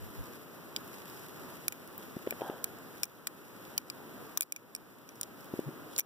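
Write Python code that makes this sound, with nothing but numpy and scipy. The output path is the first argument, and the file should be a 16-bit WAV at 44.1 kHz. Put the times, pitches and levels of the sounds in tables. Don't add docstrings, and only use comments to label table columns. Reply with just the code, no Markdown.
import sys
import numpy as np
from scipy import signal
from scipy.fft import rfft, irfft
from scipy.io import wavfile
from scipy.ndimage import uniform_filter1d

SR = 44100
rng = np.random.default_rng(int(sys.argv[2]) if len(sys.argv) > 2 else 0)


def wrap_up_sound(samples):
    columns = np.atleast_2d(samples).T
    tamed = np.clip(columns, -1, 1)
    steps = np.round(tamed * 32767).astype(np.int16)
    wavfile.write(sys.argv[1], SR, steps)


N = 266937
TIME_S, FREQ_HZ = np.arange(N) / SR, np.fft.rfftfreq(N, 1 / SR)

# (frequency [Hz], relative density [dB per Hz])
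AIR_COLOUR = [(25, -11), (55, -5.5), (90, -0.5), (125, 4), (320, 1.5), (500, -5.5), (750, -11),
              (1300, -10.5), (2100, -17), (3300, -24.5), (8000, -32), (14500, -22), (15450, -16),
              (15750, -80)]
# (frequency [Hz], correlation [-1..1])
AIR_LIKENESS = [(50, 0.85), (130, 0.93), (320, 0.9), (500, 0.65), (750, 0.12), (1400, 0.25), (2200, 0)]
AIR_DB = -49
PORT_LAG_S = .00006

# (time [s], level [dB])
RUSTLE_LEVEL = [(0, -55), (.7, -58.5), (1.1, -53.5), (1.6, -56), (2.6, -57), (3.15, -61), (3.55, -56.5),
                (4.1, -62), (5.45, -59), (5.8, -67)]
# (time [s], peak level [dB])
BRUSHES = [(1.12, -62), (1.27, -70), (1.92, -63), (2.97, -56.5), (4.33, -59.5), (5.14, -56.5), (5.41, -59),
           (5.58, -57)]
BRUSH_HALF_WIDTH_S = 0.043
# (frequency [Hz], relative level [dB])
CLOTH_COLOUR = [(500, -5), (2000, 6.5), (3500, -0.5), (5500, -0.5), (8000, -3.5), (10500, 0), (12500, 4.5),
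                (15400, 3), (15750, -44)]

# (time [s], peak level [dB], half-width [s])
PUFFS = [(.05, -45, 0.031), (.205, -40.5, 0.018)]
# (frequency [Hz], relative level [dB])
WIND_COLOUR = [(20, -14), (55, 1), (120, 2), (200, -21), (500, -32), (2000, -80)]

# (time [s], level [dB], ring [Hz])
TICKS = [(.2385, -53.5, 5530), (0.8768, -51, 3260), (1.0795, -53.5, 3380), (1.099, -51.5, 4970),
         (1.165, -54, 5330), (1.2843, -50.5, 3240), (1.875, -48.5, 9400), (1.9271, -61, 8100),
         (2.035, -54.5, 8400), (2.786, -56, 7360), (3.054, -44, 6200), (5.156, -53.5, 5700),
         (5.406, -55, 5300), (5.445, -54, 3130), (5.4565, -56, 3400)]

# (time [s], level [dB], rebound delay [s], t60 [s], tilt [dB per octave],
#                side ring [dB], left minus right [dB], extra path to the right port [cm],
#                then three rings favoured by the contact, each as ring [Hz], lift [dB])
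CLICKS = [(0.7629, -34.5, 0.0061, 0.0063, -12, -2.5, -13, -2, 3200, 7.3, 5050, 7.3, 7360, 8.1),
          (1.6811, -25, 0.0032, 0.006, -4, -3.5, -9.5, 6, 6060, 3.3, 9900, 8.9, 12000, 2.4),
          (1.723, -41.5, 0.0055, 0.0091, -4, 1, -13, 0.2, 2050, 15, 2870, 7.2, 6730, 7),
          (1.9788, -36.5, 0.0036, 0.007, 9, -20, 0, 8.5, 4250, 12, 9500, 3, 15000, 12),
          (2.3076, -33, 0.0, 0.0077, -5.5, -1.5, 12, -1.3, 8000, 7.6, 12800, 6.3, 14800, 14.6),
          (2.642, -29, 0.0, 0.0092, -0.5, -10, -11.5, -1.5, 4300, 7.3, 6530, 4.4, 8000, 4),
          (3.0329, -23, 0.0075, 0.0087, -4, -5.5, 11.5, -4, 5500, 7.1, 6940, 5.9, 8800, 7.9),
          (3.2701, -29.5, 0.0038, 0.017, -6.5, -6, 12, -2.5, 1122, 8.7, 2100, 10, 8120, 8.1),
          (3.7784, -20.5, 0.000021, 0.009, 0, -8, 1.5, 7, 3050, 10, 4550, 12.6, 5910, 7.5),
          (3.9, -36, 0.0036, 0.0054, -8, -2, 11, -5, 4840, 15, 7650, 8.6, 10800, 7),
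          (4.3739, -25.5, 0.0046, 0.0075, -1, -15, 15, 8, 1234, 2.9, 3650, 3.7, 5990, 6.3),
          (4.4083, -18, 0.0, 0.0046, 0.5, -8, 9.5, 2.5, 3484, 10, 6900, 9.8, 9700, 13.5),
          (4.421, -24.5, 0.0032, 0.0091, -5, -3, 3, 8, 6950, 9, 9890, 7, 13110, 9),
          (4.4288, -27, 0.0061, 0.012, -6.5, -8, 0, 3, 4990, 7.2, 13000, 8, 14650, 8.5),
          (4.5222, -25, 0.0, 0.0073, -2, -5.5, -11.5, 7, 5460, 10.5, 6800, 10, 8700, 18),
          (4.562, -37, 0.0063, 0.0082, -6, 4, -11.5, 8, 5940, 8.5, 6900, 6.8, 9100, 5.9),
          (4.7497, -29.5, 0.012, 0.0063, -4.5, -7.5, -10.5, 5.5, 5400, 15, 6800, 6.7, 8660, 20.5),
          (5.09, -47, 0.0032, 0.0077, -4.5, 0, 11, 6.5, 3300, 3.7, 5770, 10, 7900, 2.9),
          (5.212, -27.5, 0.0, 0.0077, -3, -17, 4, 7, 5680, 4.8, 7240, 8.3, 9300, 8.6),
          (5.2315, -34.5, 0.005, 0.01, -8, -23, -10, -7, 5200, 2.9, 7100, 8, 9800, 3.1),
          (5.963, -44.5, 0, 0.0067, -10, -20, -17, 2, 3050, 3.7, 4320, 7.1, 6690, 6),
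          (5.98, -31, 0, 0.0055, -2, -11, 6, 8, 5490, 3.8, 6820, 10, 9800, 5.3),
          (5.987, -29, 0.0, 0.0022, 0, -7, 10.5, 7, 5570, 5, 6930, 11, 10040, 10),
          (5.9914, -33, 0.014, 0.0063, -7, -7, -8, 4, 2170, 13, 6250, 6, 10600, 8.2),
          (5.9942, -38, 0, 0.007, -3, -8, 6, 6, 3300, 6, 5400, 8, 9900, 5),
          (5.9959, -16.5, 0, 0.0055, -0.5, -15, 7, 9, 6750, 11, 10300, 7, 12600, 10),
          (6.004, -29.5, 0.0077, 0.0086, -5, -4, 9, 9, 6000, 18, 9030, 6, 13200, 8.7)]
MIN_REBOUND_S, REBOUND_DB = .002, -13.5
# (frequency [Hz], relative level [dB])
STEEL_COLOUR = [(60, -37), (250, 0), (1000, -7), (1700, 2.5), (2750, -9.5), (3400, -4.5), (4100, 0.5),
                (5600, 3.5), (7500, 2.5), (10000, 7.5), (12000, 10.5), (14900, 13.5), (15600, 14),
                (16600, -25)]
RING_DB, RING_T60_S = -10.5, 0.011
SIDE_RING_HZ, SIDE_RING_T60_S = 2366, 0.022
CLICK_LIKENESS = 0.72
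SOUND_CM_PER_S = 34300

# (time [s], level [dB], pitch [Hz], half-width [swings],
#                            slipping skin re bump [dB])
BUMPS = [(2.1682, -24, 194, 0.37, -33), (2.266, -43, 450, 0.43, -1), (2.2736, -22, 385, 0.44, -17),
         (2.3248, -32.5, 500, .5, -7), (2.41, -35, 525, 0.56, -3), (2.4192, -23.5, 434, 0.25, -21),
         (2.499, -24.5, 274, 0.27, -18.5), (5.5392, -21, 210, 0.27, -36), (5.5926, -19, 267, 0.31, -36),
         (5.679, -26.5, 141, 1.5, -29), (5.6898, -30, 257, 0.51, -21)]
# (frequency [Hz], level [dB], t60 [s])
CASE_RINGS = [(348, -13.5, 0.042), (531, -20, 0.019)]
FLESH_DB, FLESH_HALF_WIDTH_S = -9, 0.00055

SLIDE_START_S, SLIDE_HOLD_S, SLIDE_RISE_S = 2.411, 0.076, 0.0043
SLIDE_DB, SLIDE_FADE_DB_PER_S = -49.5, 80
# (frequency [Hz], relative level [dB])
SKIN_COLOUR = [(150, 5), (450, 9), (800, 2), (1100, 0), (1650, 4.5), (2500, -35), (3200, -4.5), (4200, -27),
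               (15000, -55)]
SQUEAK_HZ, SQUEAK_SAG_HZ_PER_S, SQUEAK_WIDTH_HZ, SQUEAK_DB = 928, 2200, 230, -2.5

SCRAPE_END_S, SCRAPE_DB = 5.997, -49
SCRAPE_GROWTH_DB_PER_S, SCRAPE_STOP_DB_PER_S = 117, 1100
# (frequency [Hz], relative level [dB])
SCRAPE_COLOUR = [(100, -12), (400, 16), (1500, 3), (2500, -2), (3200, 5.5), (4200, 0), (5600, 1),
                 (7500, -4), (10000, 0), (15000, 1), (16000, -25)]

# (frequency [Hz], share [0..1])
CROSSFEED = [(100, .96), (8800, .96), (11000, .65), (14000, .42)]
CROSS_DELAY_S = 20 / SR
BAND_EDGE_HZ = 16700


def gain_of(db):
    return 10 ** (np.asarray(db) / 20)


def evened(x):
    return x / np.sqrt(np.mean(x ** 2) + 1e-20)


def read(points, hz):
    f, value = np.transpose(points)
    return np.interp(np.log(hz + 1), np.log(f + 1), value)


def level(curve):
    return gain_of(np.interp(TIME_S, *np.transpose(curve)))


def bell(x):
    return np.exp(-.5 * x ** 2)


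def coloured(x, points):
    return evened(irfft(rfft(x) * gain_of(read(points, FREQ_HZ)), N))


def causal(db):
    cepstrum = irfft(np.log(gain_of(db)))
    half = len(cepstrum) // 2
    cepstrum[1:half] *= 2
    cepstrum[half + 1:] = 0
    return np.exp(rfft(cepstrum))


def drift(rate_hz):
    lowpass = (FREQ_HZ > 0) * np.exp(-(FREQ_HZ / rate_hz) ** 2)
    return evened(irfft(rfft(rng.standard_normal(N)) * lowpass, N))


def correlated(a, b, likeness):
    return likeness * a + np.sqrt(1 - likeness ** 2) * b


def lag_right(x, lag_s):
    return np.array([x[0], irfft(rfft(x[1]) * np.exp(-2j * np.pi * FREQ_HZ * lag_s), N)])


def balanced(x, balance_db):
    return x * gain_of([[balance_db / 2], [-balance_db / 2]])


def add(mix, time_s, sound):
    part = mix[:, round(time_s * SR):][:, :sound.shape[1]]
    part += sound[:, :part.shape[1]]


def air(waver_db=0.98, balance_db=0.5):
    a, b = rfft(rng.standard_normal((2, N)))
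    likeness = np.clip(read(AIR_LIKENESS, FREQ_HZ), -1, 1)
    ports = irfft(np.array([a, correlated(a, b, likeness)]), N)
    ports = balanced(lag_right(ports, PORT_LAG_S), balance_db)
    return gain_of(AIR_DB + waver_db * drift(3.4)) * coloured(ports, AIR_COLOUR)


def rustle(snags_per_s=80, snag_db=-5, spread_db=2.5, flutter_db=1.56, near_db=-2):
    struck = rng.random(N) < snags_per_s / SR
    snags = struck * gain_of(spread_db * np.minimum(rng.exponential(1, N), 3))
    snags = signal.lfilter([1], [1, -np.exp(-1 / (0.0025 * SR))], snags)
    friction = np.sqrt(1 + (gain_of(snag_db) * evened(snags)) ** 2)
    friction = friction * gain_of(flutter_db * drift(19))
    brushes = sum(gain_of(db) * bell((TIME_S - time_s) / BRUSH_HALF_WIDTH_S) for time_s, db in BRUSHES)
    envelope = gain_of(near_db) * np.hypot(level(RUSTLE_LEVEL), brushes)
    return envelope * coloured(friction * rng.standard_normal((2, N)), CLOTH_COLOUR)


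def wind():
    strength = sum(gain_of(db) * bell((TIME_S - time_s) / width_s) for time_s, db, width_s in PUFFS)
    return strength * coloured(rng.standard_normal((2, N)), WIND_COLOUR)


def click(t60_s, tilt_db, side_ring_db, pan_db, path_cm, *rings, ring_width_hz=170, size=2048):
    t, hz = np.arange(size) / SR, np.fft.rfftfreq(size, 1 / SR)
    rings_hz, lifts_db = rings[::2], rings[1::2]
    attack = 1 - np.exp(-t / .0002)

    chatter = rfft(rng.standard_normal((2, size)) * attack * gain_of(-60 * t / t60_s))
    chatter /= np.sqrt(uniform_filter1d(abs(chatter) ** 2, size=26))
    path_delay = np.exp(-2j * np.pi * hz * path_cm / SOUND_CM_PER_S)
    chatter[1] = correlated(chatter[0], chatter[1], np.clip(CLICK_LIKENESS, 0, 1)) * path_delay

    octaves = read([(1700, 0), (3000, -1.4), (16000, 1)], hz)
    colour_db = read(STEEL_COLOUR, hz) + tilt_db * octaves
    for group_hz, lift_db in zip(rings_hz, lifts_db):
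        width_hz = ring_width_hz * np.sqrt(group_hz / 1000)
        colour_db = colour_db + lift_db * bell((hz - group_hz) / width_hz)
    damping = np.clip(2 - 4 * t / t[-1], 0, 1)
    steel = evened(irfft(chatter * causal(colour_db)) * damping)

    tones = 0
    for f in rings_hz:
        turns = f * t + rng.random((2, 1))
        tones = tones + gain_of(np.interp(f, hz, colour_db)) * np.sin(2 * np.pi * turns)
    tones = evened(tones * attack * gain_of(-60 * t / RING_T60_S))
    steel = evened(steel + gain_of(RING_DB) * tones)

    side_ring = evened(np.sin(2 * np.pi * SIDE_RING_HZ * t) * attack * gain_of(-60 * t / SIDE_RING_T60_S))
    sides = np.array([[.5], [-.5]])
    sound = steel + sides * gain_of(side_ring_db) * side_ring
    return balanced(sound, pan_db) * np.sqrt(.003 * SR / size)


def pivots(t60_s=0.01, tilt_db=-2, side_ring_db=-15, lift_db=12):
    out = np.zeros((2, N))
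    for time_s, db, ring_hz in TICKS:
        add(out, time_s, gain_of(db) * click(t60_s, tilt_db, side_ring_db, 0, 0, ring_hz, lift_db))
    return out


def knife():
    out = np.zeros((2, N))
    for time_s, db, rebound_s, *contact in CLICKS:
        add(out, time_s, gain_of(db) * click(*contact))
        if rebound_s > MIN_REBOUND_S:
            add(out, time_s + rebound_s, gain_of(db + REBOUND_DB) * click(*contact))
    return out


def grip(slip_t60_s=0.014, balance_db=1.9, size=4096):
    lead_s = .03
    out, t = np.zeros((2, N)), np.arange(size) / SR - lead_s
    after = np.maximum(t, 0)
    case = sum(np.sin(2 * np.pi * hz * after) * gain_of(db - 60 * after / t60_s)
               for hz, db, t60_s in CASE_RINGS)
    thud = gain_of(FLESH_DB) * bell(t / FLESH_HALF_WIDTH_S)
    skin_band = signal.butter(3, [700, 2600], "band", fs=SR)
    for time_s, db, hz, swings, slip_db in BUMPS:
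        push = -np.sin(2 * np.pi * hz * t) * bell(hz * t / swings)
        skin = evened(signal.lfilter(*skin_band, rng.standard_normal((2, size))))
        slip = gain_of(slip_db - 60 * after / slip_t60_s) * skin * (t > 0)
        add(out, time_s - lead_s, gain_of(db) * (push + thud - case + slip))
    return balanced(lag_right(out + slide(), PORT_LAG_S), balance_db)


def slide():
    since_s = np.maximum(TIME_S - SLIDE_START_S, 0)
    fade_db = SLIDE_FADE_DB_PER_S * np.maximum(since_s - SLIDE_HOLD_S, 0)
    envelope = np.minimum(since_s / SLIDE_RISE_S, 1) * gain_of(SLIDE_DB - fade_db)
    pitch_hz = SQUEAK_HZ - SQUEAK_SAG_HZ_PER_S * np.minimum(since_s, 2 * SLIDE_HOLD_S)
    phase = 2 * np.pi * np.cumsum(pitch_hz) / SR
    squeak = evened(drift(SQUEAK_WIDTH_HZ) * np.cos(phase) + drift(SQUEAK_WIDTH_HZ) * np.sin(phase))
    rub = coloured(rng.standard_normal(N), SKIN_COLOUR)
    return envelope * (rub + gain_of(SQUEAK_DB) * squeak)


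def scrape(grain_db=1.8, grain_hz=200):
    until_s = SCRAPE_END_S - TIME_S
    drop_db = np.maximum(SCRAPE_GROWTH_DB_PER_S * until_s, -SCRAPE_STOP_DB_PER_S * until_s)
    grain = gain_of(grain_db * drift(grain_hz))
    return gain_of(SCRAPE_DB - drop_db) * grain * coloured(rng.standard_normal((2, N)), SCRAPE_COLOUR)


def scene():
    return air() + rustle() + wind() + pivots() + knife() + grip() + scrape()


def widen(x):
    z = rfft(x)
    share = np.clip(read(CROSSFEED, FREQ_HZ), 0, .98)
    cross = share * np.exp(-2j * np.pi * FREQ_HZ * CROSS_DELAY_S)
    return irfft(z - cross * z[::-1], N)


def limit(x, threshold_db=-23.0, recovery_db_per_s=8, slope=1.0):
    power = uniform_filter1d((x ** 2).mean(0), size=132)
    power_db = 10 * np.log10(abs(power) + 1e-12)
    release_db = TIME_S * recovery_db_per_s
    held_db = np.maximum.accumulate(power_db + release_db) - release_db
    over_db = np.maximum(held_db - threshold_db, 0)
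    return x / gain_of(slope * uniform_filter1d(over_db, size=40))


def record(dry):
    lowpass = signal.firwin(511, BAND_EDGE_HZ, window=("kaiser", 9), fs=SR)
    return signal.oaconvolve(limit(widen(dry)), lowpass[None], "same")


dry = scene()
out = record(dry)
wrap_up_sound(out)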